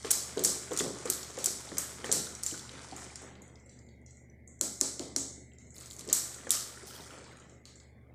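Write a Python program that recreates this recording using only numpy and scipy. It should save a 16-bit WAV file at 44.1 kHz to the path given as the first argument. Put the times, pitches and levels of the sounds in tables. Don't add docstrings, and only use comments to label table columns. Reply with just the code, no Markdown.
import sys
import numpy as np
from scipy import signal
from scipy.fft import rfft, irfft
from scipy.io import wavfile
from scipy.ndimage import uniform_filter1d

SR = 44100
rng = np.random.default_rng(int(sys.argv[2]) if len(sys.argv) > 2 else 0)


def gain_from_db(level_db):
    decades = np.asarray(level_db, float) / 20
    return 10 ** decades


def store_wav(level_fs):
    pcm = np.round(np.clip(np.atleast_2d(level_fs), -1, 1) * 32767)
    wavfile.write(sys.argv[1], SR, pcm.T.astype(np.int16))


N = 359363

# start in seconds, peak in dB, ring in Hz, overtones in dB.
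THUDS = [(0.046, -29, 440, -4.5), (0.365, -38.5, 440, -13), (0.372, -23.5, 440, -12),
         (0.397, -42.5, 400, -7.5), (0.418, -43.5, 385, -12), (0.453, -37.5, 403, -12),
         (0.708, -31.5, 450, -3.5), (0.718, -28, 465, -6), (0.825, -43, 350, -20), (0.852, -55, 370, -4),
         (0.806, -23.5, 390, -11), (1.054, -28.5, 472, -11), (1.298, -41.5, 449, 1), (1.376, -32, 508, -8),
         (1.471, -34.5, 410, 3.5), (1.696, -45, 413, -10), (1.717, -32, 324, -3.5),
         (2.042, -30.5, 487, -1.5), (2.093, -29.5, 430, -1), (2.127, -33.5, 386, -10.5),
         (2.524, -36, 325, -16), (2.734, -45, 293, 3), (2.923, -40.5, 292.5, -10), (2.931, -58, 292, -10),
         (3.02, -40.5, 400, 17), (1.092, -37, 382, -8), (4.609, -42.5, 483, -10), (4.8112, -37.5, 480, -10),
         (4.996, -47, 480, 2.5), (5.1615, -38.5, 485, -12), (4.847, -48.5, 320, -29),
         (5.034, -46, 311, -20), (4.65, -51.5, 308, -16), (5.2, -48, 310, -26.5), (6.068, -41.5, 400, -15),
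         (1.993, -45.5, 444, -14.5), (2.164, -49.5, 380, -3), (3.215, -42, 440, 7), (4.611, -32, 270, -1.5),
         (4.812, -30.5, 274, 1), (4.996, -32.5, 270, -12), (5.162, -34.5, 256, -8.5),
         (5.377, -45.5, 281, -25), (5.985, -52.5, 304, -37.5), (6.082, -32.5, 399, -19.5),
         (6.468, -35, 486, -11.5), (6.831, -45, 388, -11), (6.996, -44.5, 935, -17),
         (0.862, -45, 400, -17.5)]
# start in seconds, peak in dB, treble in dB, low ring in dB, echo in dB.
BLOWS = [(0.1079, -11, -15, -10, -3), (0.1131, -7.5, -10, -10, -1.5), (0.438, -13.5, -13.5, -9, 9),
         (0.448, -9.5, -20, -8, -12), (0.4568, -16, -22, -33, -2), (0.7742, -17.5, -16, -3, -3),
         (0.7887, -14.5, -14.5, -4.5, -1.5), (1.1004, -11, -4.5, -5, -3), (1.4421, -16.5, -6, -4.5, -0.5),
         (1.459, -10.5, -18, -13, -4.5), (1.7823, -12.5, -10, -18.5, -0.5), (2.116, -11, -31, -7.5, -11),
         (2.1249, -10.5, -13.5, -6, 2), (2.4344, -17.5, -17, -10.5, -0.8),
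         (2.4635, -17.5, -19.5, -8.5, 1.5), (4.6113, -11, -19.5, -10, 1), (4.8118, -6.5, -29, -13, -2),
         (4.9946, -22, -20, 2, -1), (5.1621, -12, -28.5, -11, 2), (6.1283, -5.5, -10, -9.5, 0.5),
         (6.5061, -6, -6.5, -4, -1), (6.517, -10.5, -9, -16, -7), (7.6544, -34, -19.5, 1.5, 4),
         (7.8007, -42.5, -21, 9, -1), (0.1135, -19, -12.5, -7, -3), (1.444, -19, -18, -8, 2),
         (0.7924, -17, -17, -1.5, -4.5), (0.797, -22, -17, -3.5, -4)]
RIM_TAPS_S = (4.5, 5.3)


def level(x, db):
    return x * gain_from_db(db) / np.sqrt(np.mean(x ** 2))


def on_log(hz, table):
    rows = np.array(table)
    return np.interp(np.log(np.maximum(hz, 1)), np.log(rows[:, 0]), rows[:, 1])


def band(x, lo_hz, hi_hz):
    edges_hz = [lo_hz, min(hi_hz, .48 * SR)]
    return signal.sosfilt(signal.butter(2, edges_hz, "bandpass", fs=SR, output="sos"), x)


def walk(rate_hz):
    hold = int(SR / rate_hz)
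    steps = np.repeat(rng.standard_normal(N // hold + 1), hold)
    return 1.2 * uniform_filter1d(uniform_filter1d(steps, hold), hold)[:N]


def grains(rate_per_s, spread_db):
    hit = rng.random(N) < rate_per_s / SR
    return hit * rng.standard_normal(N) * gain_from_db(spread_db * np.minimum(rng.exponential(size=N), 4))


def causal(db):
    c = irfft(db * np.log(10) / 20)
    half = len(c) // 2
    return irfft(np.exp(rfft(np.r_[c[0], 2 * c[1:half], np.zeros(half)])))[:half]


def strike(out, s, db, hz, gain, t60, rise_s, lag_s, sag=0):
    sag_s = 0.0064
    length_s = min(.2, np.max(t60) + np.max(lag_s))
    t = np.maximum(np.arange(int(length_s * SR))[:, None] / SR - lag_s, 0)
    bent_t = t + sag * sag_s * (1 - np.exp(-t / sag_s))
    envelope = (1 - np.exp(-t / rise_s)) * 1000. ** (-t / t60)
    ring = (gain * np.sin(2 * np.pi * hz * bent_t) * envelope).sum(axis=1)
    start = int(s * SR)
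    ring = ring[:N - start]
    out[start:start + len(ring)] += ring * gain_from_db(db) / np.abs(ring).max()


def with_swell(base_db, hits, after_db):
    rise_s, fall_s = 0.012, 0.056
    t = np.arange(N // 64 + 1) * 64 / SR
    late = np.maximum(t[:, None] - np.array([row[0] for row in hits]), 0)
    shape = (1 - np.exp(-late / rise_s)) * np.exp(-late / fall_s)
    peaks = gain_from_db(np.array([row[1] for row in hits]) + after_db)
    swell = np.interp(np.arange(N) / SR, t, shape @ peaks)
    return 10 * np.log10(gain_from_db(2 * base_db) + swell ** 2)


def fan():
    # time in seconds, overall level in dB.
    fan_level = [
        (0.0, -54),
        (1.11, -54),
        (1.52, -56),
        (1.86, -53),
        (4.2, -56),
        (4.74, -55),
        (5.1, -54),
        (7.72, -58),
        (7.88, -56),
        (8.15, -57),
    ]
    # multiple of the shaft rate, level in dB.
    orders = [(3, -5.5), (5, -6.5), (9, -29), (14, -26.5)]
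    # frequency in Hz, air noise density in dB per Hz.
    air_spectrum = [(15, -30), (25, -14), (42, -30.5), (66, -14), (90, -10), (130, -10), (167, -14.5),
                    (251, -9), (275, -21.5), (379, -22), (945, -51.5), (1400, -46), (1800, -30.5),
                    (2340, -83.5), (3960, -120)]
    shaft_hz, bearing_hz, bearing_width_hz = 24.5, 2076, 230
    db = np.interp(np.arange(N) / SR, *np.transpose(fan_level))
    turn = 2 * np.pi * np.cumsum(shaft_hz * (1 + 0.006 * walk(3))) / SR
    tones = sum(np.sqrt(2) * gain_from_db(g_db + 0.5 * walk(8.0)) * np.sin(k * turn) for k, g_db in orders)
    air_db = on_log(np.fft.rfftfreq(N, 1 / SR), air_spectrum)
    air = irfft(rfft(rng.standard_normal(N)) * gain_from_db(air_db), N)
    hiss = band(rng.standard_normal(N), bearing_hz - bearing_width_hz / 2, bearing_hz + bearing_width_hz / 2)
    return gain_from_db(db) * (tones + level(air, -5.5) * gain_from_db(0.51 * walk(28.0)) + level(hiss, -14.5))


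def kitchen(x):
    # band centre in Hz, t60 in seconds, level in dB.
    room_bands = [(162, 0.66, 12.5), (292, 0.71, 6), (607, 0.79, 4), (1383, 0.61, 7.5), (2220, 0.38, 5.5),
                  (3150, 0.16, -4.5), (4806, 0.56, 3), (7280, 0.56, 1), (10930, 0.48, 0), (16100, 0.48, -3)]
    band_ratio = 1.35
    t = np.arange(int(.9 * SR)) / SR
    clumps = np.repeat(rng.standard_normal(len(t) // 40 + 1), 40)[:len(t)]
    sparse = rng.standard_normal(len(t)) * gain_from_db(0.71 * np.exp(-t / 0.098) * clumps)
    tail = sum(gain_from_db(db) * band(sparse, hz / band_ratio, hz * band_ratio) * 1000. ** (-t / t60)
               for hz, t60, db in room_bands)
    tail = tail * np.clip((t - .003) / 0.0055, 0, 1)
    return signal.fftconvolve(x, tail / np.sqrt(len(t) * 0.058))[:N]


def pops(smack_db):
    # start in seconds, peak in dB, pitch in Hz.
    clear = [(0.108, -39.5, 1554), (0.799, -25, 3450), (0.716, -40, 3380), (2.512, -39, 3050),
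             (2.542, -41, 1466), (2.923, -39.5, 749), (2.931, -41, 790), (2.043, -32, 3120),
             (2.043, -35.5, 1853), (2.27, -42.5, 1410), (2.268, -39, 3770), (5.518, -56, 3220),
             (5.519, -55.5, 2800), (5.745, -48.5, 5100), (5.766, -47, 4170), (6.774, -48, 1850),
             (6.996, -49, 2920), (7.006, -45, 3720), (2.693, -40, 3900), (2.694, -48, 3030),
             (2.595, -42, 3473), (7.253, -50, 5240), (0.716, -39, 1049), (0.738, -43, 1075),
             (0.805, -32.5, 2010), (6.553, -39, 1256), (6.57, -36, 2900), (6.773, -46, 1420),
             (6.908, -46.5, 1376), (6.947, -51, 3250), (6.955, -44, 3280), (6.963, -46, 3275),
             (1.717, -46, 1780), (6.87, -47.5, 4920), (6.91, -45, 5300), (7.105, -44, 1390),
             (3.557, -50, 5100), (3.79, -52, 5100), (4.3, -50, 6000), (3.888, -56, 4330),
             (3.423, -50, 11300), (3.48, -50, 9600), (3.663, -60, 10400), (4.478, -51.5, 10800),
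             (0.801, -30, 2660), (0.802, -34, 4200)]
    out, faint = np.zeros(N), rng.random((400, 3))
    cycles = 26
    for s, db, hz in clear:
        strike(out, s, db, np.array([hz]), 1, cycles / hz, .001, 0)
    for when, pitch, size in faint:
        s, hz = when * (N - 2) / SR, 700 * 5.0 ** pitch
        db = smack_db[int(s * SR)] + 10.0 - 9 * size
        strike(out, s, db, np.array([hz]), 1, cycles / hz, .001, 0)
    return out


def drag(smack_db, scrape_db, grit_db, rumble_db):
    flicker_db = 1.8
    smack = level(band(grains(1800, 1.8), 504, 3300), 0) * gain_from_db(smack_db + flicker_db * walk(17))
    ticks = grains(4000, flicker_db)
    wires = band(band(ticks, 2300, 12000), 4730, 9000) + gain_from_db(-31.5) * band(ticks, 9000, 15500)
    scrape = level(wires, 0) * gain_from_db(scrape_db + flicker_db * walk(21))
    coarse = band(band(grains(440, 2.5), 2700, 9500), 2700, 9500)
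    grit = level(coarse, -10.5) * gain_from_db(grit_db + 5.3 * walk(6.1))
    rumble = level(band(grains(900, 0.98), 200, 573), 0) * gain_from_db(rumble_db + flicker_db * walk(23))
    return gain_from_db(-4) * smack + gain_from_db(-8.5) * (scrape + grit) + gain_from_db(-4) * rumble


def sweeps():
    # start in seconds, level in dB.
    brushes = [
        (5.742, -60),
        (5.9, -63),
        (6.3, -59.5),
        (6.66, -60),
        (6.86, -55),
        (6.94, -57.5),
        (7.05, -77),
    ]
    # start in seconds, level in dB.
    drags = [
        (2.62, -64),
        (2.8, -75),
        (3.0, -66),
        (6.865, -57),
        (6.93, -57.5),
        (7.0, -77),
    ]
    brush = band(grains(9000, 1.1), 2600, 15000)
    rasp = level(band(grains(1500, 2.03), 4300, 5800), 0) * gain_from_db(with_swell(-120., drags, 0.) + 2.2 * walk(58))
    return level(brush, 0) * gain_from_db(with_swell(-120., brushes, 1.4) + 1.5 * walk(31)) + rasp


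def thuds():
    # frequency in Hz, level in dB, t60 in seconds.
    pot_modes = [(270, 1.5, 0.43), (308, -2, 0.26), (370, 2.5, 0.28), (390, -1, 0.21), (434.7, 0, 0.17),
                 (509.6, 0, 0.39)]
    body_hz, body_db, body_t60 = np.transpose(pot_modes)
    pot_db, pot_db_per_octave = -9.5, 17
    t60, rim_sag = 0.045, 0.61
    out, chance = np.zeros(N), rng.random((50, 6))
    for (s, db, ring_hz, over_db), row in zip(THUDS, chance):
        hz = np.r_[ring_hz * np.array([1, .74, 1.3, 1.75]), 900 * 2.5 ** row]
        gain = gain_from_db(np.r_[0, -12, -10, over_db - 1.5, np.full(6, over_db - 5.)])
        on_rim = RIM_TAPS_S[0] < s < RIM_TAPS_S[1]
        strike(out, s, db, hz, gain, t60 * (400 / hz) ** 1.1, .0012, .0007 * (300 / hz) ** 1.39, rim_sag * on_rim)
        octaves_off = np.abs(np.log2(body_hz / ring_hz))
        near = gain_from_db(body_db - pot_db_per_octave * octaves_off + 2.6 * row)
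        strike(out, s, db + pot_db, body_hz, near * np.sign(row[::-1] - .5), body_t60, .006, 0)
    return band(out, 100, 3100)


def contacts():
    # start in seconds, peak in dB, body in dB, low ring in dB, echo in dB.
    knocks = [(0.048, -29.5, 3.5, 3.5, 5), (0.3792, -28, 10, 16, -2), (0.718, -32, 3, -6, 5.5),
              (0.806, -20.5, -3.5, -1, -15.5), (1.0564, -24.5, 3, -7.5, 2.5),
              (1.125, -26, -14.5, -5.5, -2.5), (1.3704, -34, -12.5, 2, 4), (1.387, -25.5, -11.5, -4, 7),
              (1.7702, -27, 2.5, 1, 5), (2.0442, -30, -1.5, -1, 8.5), (2.693, -36.5, 17, 15, 0),
              (2.964, -31, -4, -22, 4), (3.22, -38, 1, -21, 6.5), (3.354, -42.5, 0, 10, -1),
              (5.519, -58.5, 8, 12, 1), (5.765, -41.5, 2, 6, 1.5), (5.809, -35, -6, -1.5, 4),
              (5.91, -34.5, -17, 4, -19.5), (6.089, -26, -5.5, 4.5, 4.5), (6.106, -36, -4, 18.5, 1),
              (6.111, -37.5, 3.5, -10, 10), (6.4694, -35, 14, -13, -8.5), (6.493, -25.5, -11, -9.5, -13.5),
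              (7.109, -38, 16, 5, 3)]
    # start in seconds, peak in dB, treble in dB.
    wire_ticks = [(0.373, -30, -15), (0.393, -22.5, -28), (0.711, -33, -26), (0.73, -35, -9),
                  (0.7341, -26, -24), (0.764, -27, -25.5), (1.23, -28.5, -35), (1.3982, -46, 2),
                  (1.4013, -35.5, -27), (2.055, -33.5, -29), (2.06, -29.5, -22.5), (2.3511, -28.5, -25),
                  (2.412, -43, -33), (2.429, -34, -14), (3.157, -29, -29), (4.8058, -30, -12),
                  (5.742, -45.5, -16), (5.757, -40, -14), (5.782, -36, -24.5), (5.859, -34.5, -17.5),
                  (5.87, -48.5, -24), (5.903, -37, -17), (5.931, -36.5, -20.5), (5.965, -35, -17.5),
                  (5.993, -30.5, -18), (6.098, -27, -37), (6.3437, -34.5, -31), (6.871, -40, -5),
                  (7.371, -43, -19), (0.0574, -35, -13), (1.3044, -37, -25), (1.605, -35.5, -4),
                  (1.656, -43, -13), (1.908, -40.5, -10), (6.076, -33.5, -19), (7.3092, -52.5, -16.5),
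                  (7.127, -51.5, -1), (7.276, -53, -4), (7.32, -54, -0.5), (3.426, -57, -12),
                  (3.485, -58, -14), (3.665, -54, -16), (4.478, -54, -12)]
    # start in seconds, peak in dB, treble in dB, low ring in dB.
    grazes = [(5.7615, -43, -8, -14), (5.787, -43, -19, -12), (5.803, -37, -10, 1.5), (5.822, -38, -20, -2),
              (5.828, -46, -10, -9), (5.841, -52, -2, -12), (5.849, -47.5, -1, -13), (5.8715, -42, -14, 0),
              (5.881, -45, -3.5, -5), (5.92, -36, -14.5, 0), (5.937, -47, -5.5, -10),
              (5.944, -49, -16.5, -12), (5.95, -47.5, -16.5, -6.5), (5.985, -51, 5, -16),
              (5.987, -39, -23, -12), (6.007, -37, -14, -9), (6.0095, -35, -17, 5), (6.04, -45, -18, -9),
              (6.052, -42, -6, -4), (0.1053, -17, -16, -6), (2.577, -33.5, -12, 4), (2.594, -33, -14, 3),
              (2.64, -51, -14, -10), (2.716, -41, -22, -11), (2.913, -37, -26, 6), (3.003, -47, -20, -14),
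              (1.074, -34, -34, 8), (1.178, -35, -22, 0), (1.247, -39, -30, 8), (1.69, -35.5, -30, 9)]
    # start in seconds, peak in dB, low ring in dB.
    bangles = [(0.985, -36, -27), (7.756, -46, -31.5), (3.419, -43.5, -61), (3.479, -47, -14),
               (3.556, -48, -4), (3.5986, -49.5, -15), (3.661, -45.5, -3.5), (3.694, -42, -4),
               (3.7668, -57, -38), (3.79, -48.5, -29), (3.8647, -51, -14), (3.889, -54, 4.5),
               (4.015, -58, -34.5), (4.063, -43, -4), (4.108, -44.5, -22), (4.17, -48, -36),
               (4.476, -42, -52), (4.592, -46, -34), (5.5849, -41, -9.5), (5.705, -42.5, -28),
               (7.1849, -43.5, -4), (7.242, -41.5, 1.5), (7.399, -45, -19), (7.496, -45, -8),
               (5.598, -57, -8), (5.647, -53, -6), (5.668, -48, -30), (5.535, -49, -13), (4.755, -42, -30),
               (5.082, -42, -17), (1.355, -45, -20)]
    tick_low_db, tick_body_db, tick_echo_db = -7.5, -12, 0.5
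    return ([(s, db, top, low, low - 11.5, echo) for s, db, top, low, echo in BLOWS]
            + [(s, db, -20, low, body, echo) for s, db, body, low, echo in knocks]
            + [(s, db, top, tick_low_db, tick_body_db, tick_echo_db) for s, db, top in wire_ticks]
            + [(s, db, top, low, tick_body_db + low, -2) for s, db, top, low in grazes]
            + [(s, db, -31, low, -15.5, 4.5) for s, db, low in bangles])


def clacks():
    # frequency in Hz, common colour in dB.
    clack_tone = [(300, -37), (600, -13.5), (1000, -10), (2000, -5.5), (2800, -4), (4100, -5), (5500, -6.5),
                  (7300, -0.5), (9000, -6), (11500, 0), (15000, -5.5)]
    # centre in Hz, width in Hz, level in dB.
    rim_rings = [(4250, 310, 4), (5810, 170, -1.5), (7440, 480, 1)]
    near, walls, chance = np.zeros(N + SR), np.zeros(N + SR), rng.standard_normal((160, 512))
    hz, t = np.fft.rfftfreq(512, 1 / SR), np.arange(512) / SR
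    crack, chatter = 1000. ** (-t / .004), 1000. ** (-t / 0.042)
    rise = 1 - np.exp(-t / 0.00015)
    for (s, db, treble_db, low_db, body_db, echo_db), noise in zip(contacts(), chance):
        tilt = [(2000, body_db), (3100, 0.51 * body_db + 0.82 * low_db), (4100, low_db), (4900, low_db),
                (5700, 0.18 * low_db), (7000, 0.3), (9200, 7.0 + 0.49 * treble_db), (11500, treble_db)]
        tone_db = on_log(hz, clack_tone) + on_log(hz, tilt)
        uneven = np.repeat(noise[::-16], 9)[:len(hz)]
        click = causal(tone_db + 1.1 * uneven)
        on_rim = RIM_TAPS_S[0] < s < RIM_TAPS_S[1]
        fade = rise * (crack ** .65 if on_rim else crack + gain_from_db(-10.5) * chatter)
        rattle = np.convolve(noise * fade, causal(tone_db + (0 if on_rim else 2.2) * uneven))
        if on_rim:
            rattle = rattle + sum(gain_from_db(g_db) * band(rattle, f - w / 2, f + w / 2) for f, w, g_db in rim_rings)
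        rattle = rattle * gain_from_db(db) / np.abs(rattle).max()
        start = int(s * SR)
        near[start:start + len(rattle)] += rattle
        same_energy = np.sqrt(np.sum(rattle ** 2) / np.sum(click ** 2))
        walls[start:start + len(click)] += click * gain_from_db(echo_db) * same_energy
    return near[:N], walls[:N]


def scene():
    # time in seconds, effort in dB.
    pull = [(0, 1.8), (0.95, 0), (1.82, 0.5), (2.34, -2.5), (2.63, -1.7), (2.79, -0.5), (3.12, -0.5),
            (3.43, -12.5), (3.9, -28), (4.54, -25), (4.68, -27), (5.2, -17.5), (5.45, -35), (5.79, -18),
            (6.28, -2), (7.08, -0.6), (7.5, -8), (7.62, -22), (8.15, -16)]
    # centre in Hz, width in Hz, level in dB.
    wire_rings = [(4460, 90, -5.5), (5730, 66, -1.5), (6920, 110, -1.5), (7900, 130, -6), (8850, 120, -10),
                  (5380, 100, -2.5), (6200, 50, -4), (6570, 60, -0.4), (7430, 65, 0), (7830, 200, -3.5)]
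    effort = np.interp(np.arange(N) / SR, *np.transpose(pull))
    grit_db = -50.5 + 2.3 * effort
    smack_db = with_swell(-58 + effort, BLOWS, -45.5)
    scrape_db = with_swell(grit_db, BLOWS, -23)
    rumble_db = with_swell(-60 + 0.31 * effort, THUDS, -16)
    clack, clack_spread = clacks()
    thud, pop = thuds(), pops(smack_db)
    stir = drag(smack_db, scrape_db, grit_db, rumble_db) + sweeps()
    clack_spread = clack_spread + sum(gain_from_db(db) * band(clack_spread, hz - w / 2, hz + w / 2)
                                      for hz, w, db in wire_rings)
    room = kitchen(gain_from_db(3.5) * clack_spread + gain_from_db(-8.5) * thud + pop / 2 + gain_from_db(-1) * stir)
    return (clack + thud + pop + gain_from_db(4.5) * stir + room + fan())[None]


def roll_off(x):
    return signal.sosfilt(signal.butter(12, 16650, fs=SR, output="sos"), x)


def record(dry):
    # frequency in Hz, suppressor threshold in dB.
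    mute = [(100, -110), (600, -99.5), (900, -87.5), (1300, -85.5), (1700, -88), (2100, -88), (2800, -91),
            (5000, -81), (9000, -85), (12500, -87.5), (15000, -99)]
    dip_hz, dip_width_hz, share = 2720, 450, 0.5
    port = dry[0] - share * signal.lfilter(*signal.iirpeak(dip_hz, dip_hz / dip_width_hz, SR), dry[0])
    heard = port + level(band(rng.standard_normal(N), 2000, 9000), -79.5)
    hz, _, z = signal.stft(heard, SR, nperseg=512)
    power = uniform_filter1d(np.abs(z) ** 2, size=3, axis=0) + 1e-18
    hold = .8
    power = signal.lfilter([1 - hold], [1, -hold], power, axis=1)
    pairs = np.repeat(rng.standard_normal((len(hz) // 2 + 1, z.shape[1])), 2, axis=0)[:len(hz)]
    waver = uniform_filter1d(pairs, size=25, axis=1)
    ratio = power / gain_from_db(2 * (on_log(hz, mute)[:, None] + 28 * waver))
    gain = ratio ** 2.5003 / (1 + ratio ** 2.5008) + gain_from_db(-26.0)
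    x = signal.istft(z * gain, SR)[1][:N]
    x = signal.sosfilt(signal.ellip(8, .2, 48, 15350, fs=SR, output="sos"), x)
    x = x + gain_from_db(-87.5) * band(rng.standard_normal(N), 100, 16400)
    return roll_off(x[None])


dry = scene()
out = record(dry)
store_wav(out)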